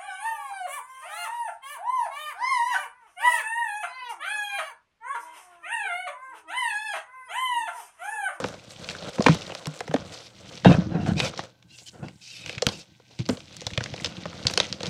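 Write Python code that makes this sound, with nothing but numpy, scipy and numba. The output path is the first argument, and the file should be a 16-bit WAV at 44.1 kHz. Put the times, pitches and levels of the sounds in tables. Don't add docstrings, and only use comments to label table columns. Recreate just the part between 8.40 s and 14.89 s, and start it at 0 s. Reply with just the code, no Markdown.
import sys
import numpy as np
from scipy import signal
from scipy.fft import rfft, irfft
from scipy.io import wavfile
from scipy.ndimage import uniform_filter1d
from numba import njit

SR = 44100
rng = np.random.default_rng(int(sys.argv[2]) if len(sys.argv) > 2 else 0)


def pcm_store(signal):
    levels = np.round(np.clip(np.atleast_2d(signal), -1, 1) * 32767)
    wavfile.write(sys.argv[1], SR, levels.astype(np.int16).T)


N = 286209

# f/Hz, gain/dB
AIR_SHAPE = [(15, -51.5), (25, -15), (135, -3), (388, -26), (875, -7), (1390, -27.5), (1550, -2),
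             (1770, -37), (2330, -19), (4110, -15.5), (8560, -32.5), (15100, -30), (16400, -44)]
AIR_RMS_DB = -69.5
HUM_HZ, HUM_PEAK_DB = 120, -61

# t/s, grit/dB, fine dust/dB, crumb patter/dB, tray rumble/dB
STEADY_WORK = [(0.0, -46, -53, -34.5, -61), (0.23, -55, -66, -53.5, -51.5), (0.92, -45, -54.5, -43.5, -62),
               (2.04, -63.5, -73, -66, -57), (2.28, -50, -64, -63, -48), (2.44, -52, -89, -53, -32.5),
               (2.709, -76, -81, -53, -29), (2.86, -37.5, -68, -42, -42), (3.11, -77, -93, -76, -60.5),
               (3.89, -64.5, -60, -77, -67.5), (4.051, -48.5, -71, -54, -49), (4.23, -56.5, -73, -53, -52),
               (4.43, -61.5, -87, -84, -63), (4.59, -63.5, -75, -76, -65), (5.39, -47.5, -63, -51, -43.5),
               (5.87, -49, -68, -49.5, -42.5), (6.11, -45.5, -53.5, -43, -38), (6.49, -60, -70, -56, -47)]
# peak t/s, rise/s, fall/s, grit/dB, fine dust/dB, crumb patter/dB, tray rumble/dB
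SQUEEZES = [(0.03, 0.13, 0.1, -60, -66, -49, -30.5), (0.31, 0.035, 0.072, -47.5, -49, -55, -72),
            (0.43, 0.073, 0.11, -47, -55, -40.5, -43.5), (0.509, 0.048, 0.048, -37.5, -46.5, -41.5, -41),
            (0.689, 0.2, 0.033, -44, -60, -38, -40), (0.91, 0.11, 0.12, -33, -62, -38, -25),
            (1.1, 0.061, 0.2, -52, -75, -48, -47), (1.6, 0.32, 0.21, -51.5, -65, -44, -40),
            (1.732, 0.084, 0.2, -44, -52.5, -43.5, -63), (2.149, 0.3, 0.22, -46.5, -57.5, -49.5, -49),
            (2.296, 0.039, 0.16, -37.5, -50, -24, -17.5), (2.688, 0.1, 0.068, -41, -54, -38.5, -18),
            (2.855, 0.09, 0.056, -38, -41, -28.5, -33.5), (2.986, 0.036, 0.11, -42, -58, -39.5, -42),
            (3.382, 0.088, 0.31, -58.5, -53.5, -78, -72.5), (3.645, 0.11, 0.092, -81.5, -83, -46.5, -36),
            (4.035, 0.18, 0.22, -57, -58, -72, -67), (4.281, 0.05, 0.13, -57, -50, -40, -34),
            (4.392, 0.083, 0.064, -51.5, -55.5, -64.5, -45), (4.793, 0.0052, 0.043, -38, -56, -47, -27.5),
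            (4.91, 0.032, 0.08, -47, -45, -38, -25.5), (5.66, 0.15, 0.07, -49, -53, -57, -56),
            (6.04, 0.36, 0.026, -47.5, -69, -62, -54), (6.214, 0.046, 0.16, -34.5, -60, -38, -41.5),
            (6.474, 0.084, 0.065, -38, -53, -39, -33)]
SWELL_DB = 20
# f/Hz, gain/dB
GRIT_SHAPE = [(1000, -26.5), (1700, -10.5), (1890, 1.5), (2320, 3), (3850, 4.5), (5120, 0.5), (6210, 0),
              (8000, -24), (10400, -44.5), (17600, -120)]
# f/Hz, gain/dB
DUST_SHAPE = [(4120, -24.5), (7000, 1.5), (7930, 1), (12100, -18.5), (15200, -24), (16400, -44)]
# f/Hz, gain/dB
CRUMB_SHAPE = [(180, -25.5), (300, -11), (379, -16), (511, -2.5), (613, -7.5), (747, -10.5), (887, -15.5),
               (1480, -14), (1880, -24), (3380, -38.5), (5720, -120)]
# f/Hz, gain/dB
TRAY_SHAPE = [(15, -62), (25, -2), (64, -12), (84, 1), (120, -2.5), (173, 1), (200, 0), (252, -10.5),
              (333, -5), (375, -17.5), (450, -25), (580, -39.5), (990, -120)]

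# t/s, peak/dB, boom f/Hz, ring T60/s (floored in thumps)
THUMPS = [(0.028, -29.5, 250, 0.11), (0.795, -10.5, 209, 0.036), (0.867, -10, 265, 0.049),
          (0.893, -6.5, 162, 0.12), (1.272, -22.5, 153, 0.15), (1.492, -25.5, 154.7, 0.17),
          (1.548, -13.5, 265, 0.043), (2.256, -15, 97, 0.12), (2.262, 0.5, 170, 0.08),
          (2.278, -5.5, 165, 0.12), (2.294, 0, 164, 0.069), (2.383, -12, 182, 0.11),
          (2.548, -15, 169.6, 0.13), (2.679, -23.5, 173, 0.44), (2.719, -20, 196.3, 0.21),
          (2.764, -20, 158, 0.13), (2.819, -23, 134, 0.11), (3.624, -26.5, 147, 0.15),
          (4.173, -29, 125, 0.045), (4.268, -12, 162, 0.0078), (4.793, -22.5, 122, 0.13),
          (4.892, -15, 249.4, 0.11), (5.215, -42.5, 145, 0.066), (5.265, -26, 108, 0.074),
          (5.329, -28.5, 91.5, 0.027), (5.378, -18.5, 118, 0.053), (5.411, -25, 114, 0.063),
          (5.527, -28, 124, 0.068), (5.855, -32.5, 170, 0.27), (6.053, -19.5, 113, 0.055)]

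# t/s, fragment snap peak/dB, fragment f/Hz, lump knock/dB, brittle edge re snap/dB
CRACKS = [(0.0412, -16, 1340, -18, -34), (0.059, -25, 3670, -33, -24), (0.0861, -25.5, 3250, -36, -1),
          (0.3067, -30, 3850, -51, -24), (0.14, -30, 4000, -34, -24), (0.444, -22, 4000, -44, -24),
          (0.489, -14.5, 3000, -40, -27), (0.499, -17.5, 3800, -42, -13), (0.5092, -25.5, 1930, -32, -24),
          (0.55, -25, 1540, -55, -22), (0.6237, -24, 3700, -36, -26), (0.696, -35.5, 5600, -49, 0),
          (0.783, -22.5, 890, -26, -24), (0.8043, -27, 970, -16.5, -24), (0.823, -12.5, 5500, -29, -32),
          (0.8422, -17, 4050, -36, -19), (0.863, -4, 865, -13, -28), (0.866, 2, 1820, -13.5, -34),
          (0.8843, -3.5, 960, -16, -22), (0.9465, -30, 890, -24, 8), (1.0195, -19.5, 3650, -39, -31),
          (1.0763, -37, 2610, -36, -24), (1.0959, -29, 1550, -29, -24), (1.105, -29, 2600, -32, -24),
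          (1.12, -23, 2410, -29.5, -24), (1.15, -23.5, 2360, -28, -2), (1.2572, -21, 3300, -34, -16),
          (1.2696, -25.5, 980, -61, 6), (1.3914, -26.5, 5530, -43, -3), (1.4057, -19, 1570, -21, -3),
          (1.478, -27, 1990, -27.5, -8), (1.512, -27, 1260, -28.5, -24), (1.5395, -20, 890, -11.5, -4),
          (1.562, -20, 940, -27.5, -31), (2.175, -27, 3520, -39, -21), (2.2473, -11, 1440, -41, -31),
          (2.6632, -22, 1280, -34, -28), (2.794, -18, 3760, -33, -3), (2.8013, -6.5, 2550, -29, -13),
          (2.882, -21, 5000, -50, -15), (2.937, -29.5, 1090, -37.5, -24), (2.961, -32, 4150, -55, -25),
          (2.9763, -17, 4300, -48, -36), (2.993, -15, 943, -41, -36.5), (3.2263, -36, 2960, -65.5, -26),
          (3.387, -30, 4960, -59, -25.5), (3.684, -29, 2660, -49, -20), (4.061, -19, 2600, -43.5, -12),
          (4.077, -26, 3500, -47, -26), (4.095, -16, 2820, -31, -16), (4.128, -23, 2870, -40, -26),
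          (4.15, -26, 3010, -59, -24), (4.1807, -19.5, 2400, -46, -30), (4.2211, -6, 5730, -18.5, -17),
          (4.2238, -12.5, 4500, -21, -20), (4.2672, -3, 2730, -20, -3), (4.2877, -11.5, 3930, -27, -21),
          (4.5982, -49.5, 895, -45, -24), (4.79, -22, 3960, -46, -32), (4.8554, -29, 4100, -51, -27),
          (4.8622, -23.5, 4380, -53, -26), (4.8896, -24.5, 890, -18.5, 9.5),
          (4.8959, -12.5, 3620, -18.5, -24), (4.972, -27.5, 3140, -35, -27), (5.005, -28, 3630, -45, -17),
          (5.127, -28, 4870, -63, -27), (5.1668, -27, 6100, -48, -1), (5.2077, -19.5, 4670, -55, -20),
          (5.2167, -19.5, 4730, -36, -38), (5.2672, -9, 4250, -29.5, -14), (5.305, -28.5, 2400, -49, -13),
          (5.3348, -19.5, 3630, -57, -30), (5.3765, -7.5, 2280, -25, -35),
          (5.4072, -18.5, 1490, -28.5, -29), (5.4389, -13, 5700, -37, -27), (5.46, -23, 2200, -34.5, -22),
          (5.5395, -19.5, 2770, -29, -29), (5.5632, -21.5, 4530, -47, -24), (5.5778, -30, 2850, -36.5, -23),
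          (5.6, -26, 2090, -56, -24), (5.6459, -8.5, 3900, -28, -15), (5.659, -12.5, 4230, -42, -45),
          (5.67, -19, 4600, -33.5, -30), (5.8555, -20.5, 850, -23.5, -28), (5.93, -26.5, 1320, -50, -27),
          (6.0528, -23, 1500, -29, -34), (6.0686, 0.5, 4660, -36, -22), (6.0816, -13, 4610, -50, -26),
          (6.099, -15, 3600, -28, -24), (6.1373, -12, 5200, -32.5, -3.5), (6.156, -26, 4500, -45, -24),
          (6.1756, 2, 3900, -16.5, -29), (6.2011, 1.5, 3760, -18, -29), (6.327, -9, 4540, -41, -32),
          (6.4063, -19, 3570, -32.5, -26), (6.4319, -12.5, 4400, -23.5, -34), (6.4494, -25, 2180, -52, -24),
          (6.458, -17, 3670, -43, -27), (6.4671, -15.5, 4010, -50, -35)]
# f/Hz, width/Hz, level re knock/dB
LUMP_MODES = [(495, 101, -0.5), (640, 222, -1.5)]
# f/Hz, gain/dB
CHALK_SHAPE = [(200, 3.5), (600, 2), (5000, -3), (7000, -8), (10000, -19.5), (14000, -42.5), (18000, -51.5)]
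RING_T60_S, RING_SLOPE, RING_SPREAD_DB = 0.017, 0.22, 2.5
KNOCK_T60_S, KNOCK_LAG_S = 0.02, 0.001988
EDGE_HZ, EDGE_WIDTH_HZ, EDGE_T60_S, EDGE_TOP_HZ = 4900, 3300, 0.011, 9400
CRACKLE_PER_S, CRACKLE_DB, CRACKLE_SPREAD_DB = 130, 7, 6.5
CRACKLE_LOW_HZ, CRACKLE_HIGH_HZ = 1820, 6840
TAIL_T60_S, TAIL_DB = 0.19, -15.5

# start t/s, end t/s, rise/s, bar ring at start/dB, at end/dB,
# coarse crunch at start/dB, at end/dB, upper modes re ring/dB, pitch shift by the grip/semitones
SLIDES = [(1.702, 1.87, 0.034, -62, -59, -58, -58, 12, -0.1),
          (2.248, 2.346, 0.0015, -22.5, -33, -17, -29.5, -16.5, 0.9),
          (2.504, 2.644, 0.026, -48, -50, -36.5, -39.5, -7, 1.5),
          (2.658, 2.715, 0.015, -52, -46, -27, -32, -4, 3.2),
          (2.753, 2.876, 0.033, -33.5, -29, -33.5, -38.5, -3, 0.2),
          (3.28, 3.359, 0.053, -47.5, -51, -75, -74, -1.5, 1.1),
          (3.377, 3.424, 0.0053, -45, -62, -79, -57.5, 7.5, 2.4),
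          (3.457, 3.49, 0.014, -44.5, -41.5, -55, -75, 1, 2.6),
          (3.526, 3.593, 0.022, -53, -69, -46, -54, -4, 3),
          (3.626, 3.699, 0.0038, -52, -55, -37, -59.5, -5, 1),
          (3.808, 3.876, 0.015, -50, -58.5, -74.5, -78, 5, 1),
          (3.858, 4.158, 0.027, -43.5, -45.5, -79, -57, 0.5, 0.8),
          (4.27, 4.426, .005, -42.5, -54.5, -41, -68, 8, 1.5),
          (4.697, 4.764, 0.014, -68, -69, -55, -62, 17, 2)]
# f/Hz, width/Hz, relative level/dB
BAR_MODES = [(1440, 100, -14.5), (2540, 220, 7), (3140, 360, -3), (3754, 230, 1), (4860, 4300, -2),
             (7740, 930, -6), (11400, 7700, -2.5)]
# f/Hz, width/Hz, relative level/dB
CRUNCH_MODES = [(476, 580, 5.5), (700, 150, 6), (1380, 430, 2)]
SAG_SEMITONES_PER_S, WANDER_SEMITONES = 4.4, 0.6

MIC_LOW_HZ, TOP_HZ = 63, 16000


def undb(db):
    return 10 ** (np.asarray(db) / 20)


def level(x, db):
    return undb(db) * x / np.sqrt(np.mean(x ** 2))


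def colour(x, shape):
    hz, db = np.transpose(shape)
    grid_hz = np.maximum(np.fft.rfftfreq(8192, 1 / SR), 1)
    gain_db = np.interp(np.log(grid_hz), np.log(hz), db)
    cepstrum = irfft(np.log(undb(gain_db)))
    cepstrum[1:4096] *= 2
    cepstrum[4097:] = 0
    impulse = irfft(np.exp(rfft(cepstrum)))
    return signal.fftconvolve(x, impulse)[:N]


def walk(rate_hz):
    hold = int(SR / rate_hz)
    steps = np.repeat(rng.standard_normal(N // hold + 1), hold)
    return np.sqrt(3 / 2) * uniform_filter1d(steps, hold)[:N]


def grains(rate_hz, spread_db, smooth, patchy_db, patch_hz):
    timing, size = rng.random((N, 2)).T
    size_db = spread_db * np.minimum(-np.log(1 - size), 4.5)
    clicks = (timing < rate_hz / SR) * undb(size_db) * np.sign(rng.standard_normal(N))
    bed = smooth * rng.standard_normal(N)
    return (level(clicks, 0) + bed) * undb(patchy_db * walk(patch_hz))


def ring_out(n, t60_s):
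    t = np.arange(n) / SR
    return t, np.exp(-np.log(1000) * t / t60_s)


def burst(noise, hz, width_hz, t60_s, snap):
    push = noise * ring_out(len(noise), max(t60_s, .002))[1]
    push[0] = snap * np.sign(noise[0])
    y = signal.lfilter(*signal.iirpeak(min(hz, .4 * SR), hz / width_hz, fs=SR), push)
    return y / np.max(np.abs(y))


def add(out, s, y):
    i = int(s * SR)
    out[i:i + len(y)] += y[:N - i]


def room():
    hum_gain = undb(HUM_PEAK_DB + 3.1 * walk(22))
    hum = hum_gain * np.sin(2 * np.pi * HUM_HZ * np.arange(N) / SR)
    return level(colour(rng.standard_normal(N), AIR_SHAPE), AIR_RMS_DB) + hum


def effort():
    t = np.arange(0, N / SR, .001)
    s, *columns = np.transpose(STEADY_WORK)
    power = np.array([undb(np.interp(t, s, db)) ** 2 for db in columns])
    for peak, rise, fall, *db in SQUEEZES:
        away = np.maximum((peak - t) / max(rise, .003), (t - peak) / max(fall, .003))
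        power += np.outer(undb(db) ** 2, undb(-SWELL_DB * away) ** 2)
    return [np.interp(np.arange(N) / SR, t, np.sqrt(p)) for p in power]


def grit(rub):
    out = 1.4 * rub
    for hz in 1900 * 1.3 ** np.arange(6):
        stream = grains(300, 4.2, 0.5, 3.5, 70)
        out = out + 3.6 * signal.lfilter(*signal.iirpeak(hz, 3.5, fs=SR), stream)
    return colour(out, GRIT_SHAPE)


def handling(grit_gain, dust_gain, crumb_gain, tray_gain):
    rub = grains(1500, 4.5, 0.5, 4.5, 60)
    dust = colour(0.98 * rub + rng.standard_normal(N), DUST_SHAPE)
    crumbs = colour(grains(400, 1.9, 0.84, 1.7, 40) + 0.5 * rub, CRUMB_SHAPE)
    rumble = colour(grains(70, 2.2, 0.51, 1.5, 17), TRAY_SHAPE)
    powder = grit_gain * level(grit(rub), 0) + dust_gain * level(dust, 0)
    return powder + crumb_gain * level(crumbs, 0) + tray_gain * level(rumble, 0)


def thumps():
    out = np.zeros(N)
    for s, db, hz, t60_s in THUMPS:
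        t, decay = ring_out(SR // 3, max(t60_s, .01))
        phase = 2 * np.pi * rng.random()
        modes = np.sin(2 * np.pi * hz * t) + 0.25 * np.sin(2 * np.pi * 1.75 * hz * t + phase)
        y = (1 - np.exp(-t / 0.0011)) ** 2 * decay * modes
        add(out, s, undb(db) * y / np.max(np.abs(y)))
    return out


def fractures():
    out, edge = np.zeros(N), np.zeros(N)
    for s, db, hz, knock_db, edge_db in CRACKS:
        noise = rng.standard_normal((5, 3000))
        t60_s = RING_T60_S * (hz / 2500) ** -RING_SLOPE * undb(RING_SPREAD_DB * rng.standard_normal())
        fragment = burst(noise[0], hz, 0.5 * hz, t60_s, 3.61)
        splinters = burst(noise[1], np.sqrt(4800 * hz), 6900, 1.2 * t60_s, 5.2)
        add(out, s, undb(db) * (fragment + 0.48 * splinters))
        add(edge, s, undb(db + edge_db) * burst(noise[4], EDGE_HZ, EDGE_WIDTH_HZ, EDGE_T60_S, 2.6))
        for (lump_hz, width_hz, lump_db), push in zip(LUMP_MODES, noise[2:4]):
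            knock = burst(push, lump_hz, width_hz, KNOCK_T60_S, 1.1)
            add(out, s + KNOCK_LAG_S, undb(knock_db + lump_db) * knock)
    return out, edge


def crackle(grit_gain):
    out = np.zeros(N)
    for when, pitch, size in rng.random((int(CRACKLE_PER_S * N / SR), 3)):
        hz = CRACKLE_LOW_HZ * (CRACKLE_HIGH_HZ / CRACKLE_LOW_HZ) ** pitch
        gain = grit_gain[int(when * N)] * undb(CRACKLE_DB + CRACKLE_SPREAD_DB * size ** 2)
        y = burst(rng.standard_normal(800), hz, 1.3 * hz, 0.36 * RING_T60_S, 4.6)
        add(out, when * N / SR, gain * y)
    return out


def cracks(grit_gain):
    out, edge = fractures()
    out += crackle(grit_gain)
    t, decay = ring_out(SR // 4, TAIL_T60_S)
    tail = rng.standard_normal(len(t)) * decay * (1 - np.exp(-t / 0.0032))
    tail /= np.sqrt(np.sum(tail ** 2))
    out = out + undb(TAIL_DB) * signal.fftconvolve(out, tail)[:N]
    return colour(out, CHALK_SHAPE) + signal.lfilter(*signal.butter(2, EDGE_TOP_HZ, fs=SR), edge)


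@njit
def band(x, hz, k):
    y, b, l = np.empty(len(x)), 0., 0.
    for i in range(len(x)):
        g = np.tan(np.pi * hz[i] / SR)
        v = (b + g * (x[i] - l)) / (1 + g * (g + k))
        b, l, y[i] = 2 * v - b, l + 2 * g * v, k * v
    return y


def resonate(x, modes, shift_semitones, flicker_db, flicker_hz):
    out = 0
    for hz, width_hz, db in modes:
        stray = shift_semitones + WANDER_SEMITONES * walk(flicker_hz)
        centre_hz = hz * 2 ** (stray / 12)
        gain = undb(db + flicker_db * walk(flicker_hz))
        once = band(x, centre_hz, width_hz / hz)
        out = out + gain * band(once, centre_hz, width_hz / hz)
    return out


def slides():
    t = np.arange(N) / SR
    ring, upper, crunch, shift = np.zeros((4, N))
    for start, end, rise, ring_db0, ring_db1, crunch_db0, crunch_db1, upper_db, grip in SLIDES:
        touch = np.clip((t - start) / rise, 0, 1) * np.clip((end - t) / 0.012 + 1, 0, 1)
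        bar = touch * undb(np.interp(t, [start, end], [ring_db0, ring_db1]))
        ring += bar
        upper += bar * undb(upper_db)
        crunch += touch * undb(np.interp(t, [start, end], [crunch_db0, crunch_db1]))
        shift = np.where(touch > 0, grip - SAG_SEMITONES_PER_S * (t - start), shift)
    slip = grains(2500, 2.5, 0.8, 2.5, 90)
    low = colour(resonate(slip, BAR_MODES[:4], shift, 2, 35), CHALK_SHAPE)
    high = colour(resonate(slip, BAR_MODES[4:], shift, 2, 35), CHALK_SHAPE)
    dragged = (ring * low + upper * high) / np.std(low + high)
    coarse = resonate(grains(1200, 3.2, 0.8, 1.0, 42), CRUNCH_MODES, 0, 3, 33)
    return dragged + crunch * level(colour(coarse, CHALK_SHAPE), 0)


def scene():
    gains = effort()
    return (room() + handling(*gains) + thumps() + cracks(gains[0]) + slides())[None]


def record(dry):
    heard = signal.lfilter(*signal.butter(2, MIC_LOW_HZ, "high", fs=SR), dry)
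    top_cut = signal.ellip(10, .2, 100, TOP_HZ, fs=SR, output="sos")
    return signal.sosfilt(top_cut, np.clip(heard, -1, 1))


dry = scene()
out = record(dry)
pcm_store(out)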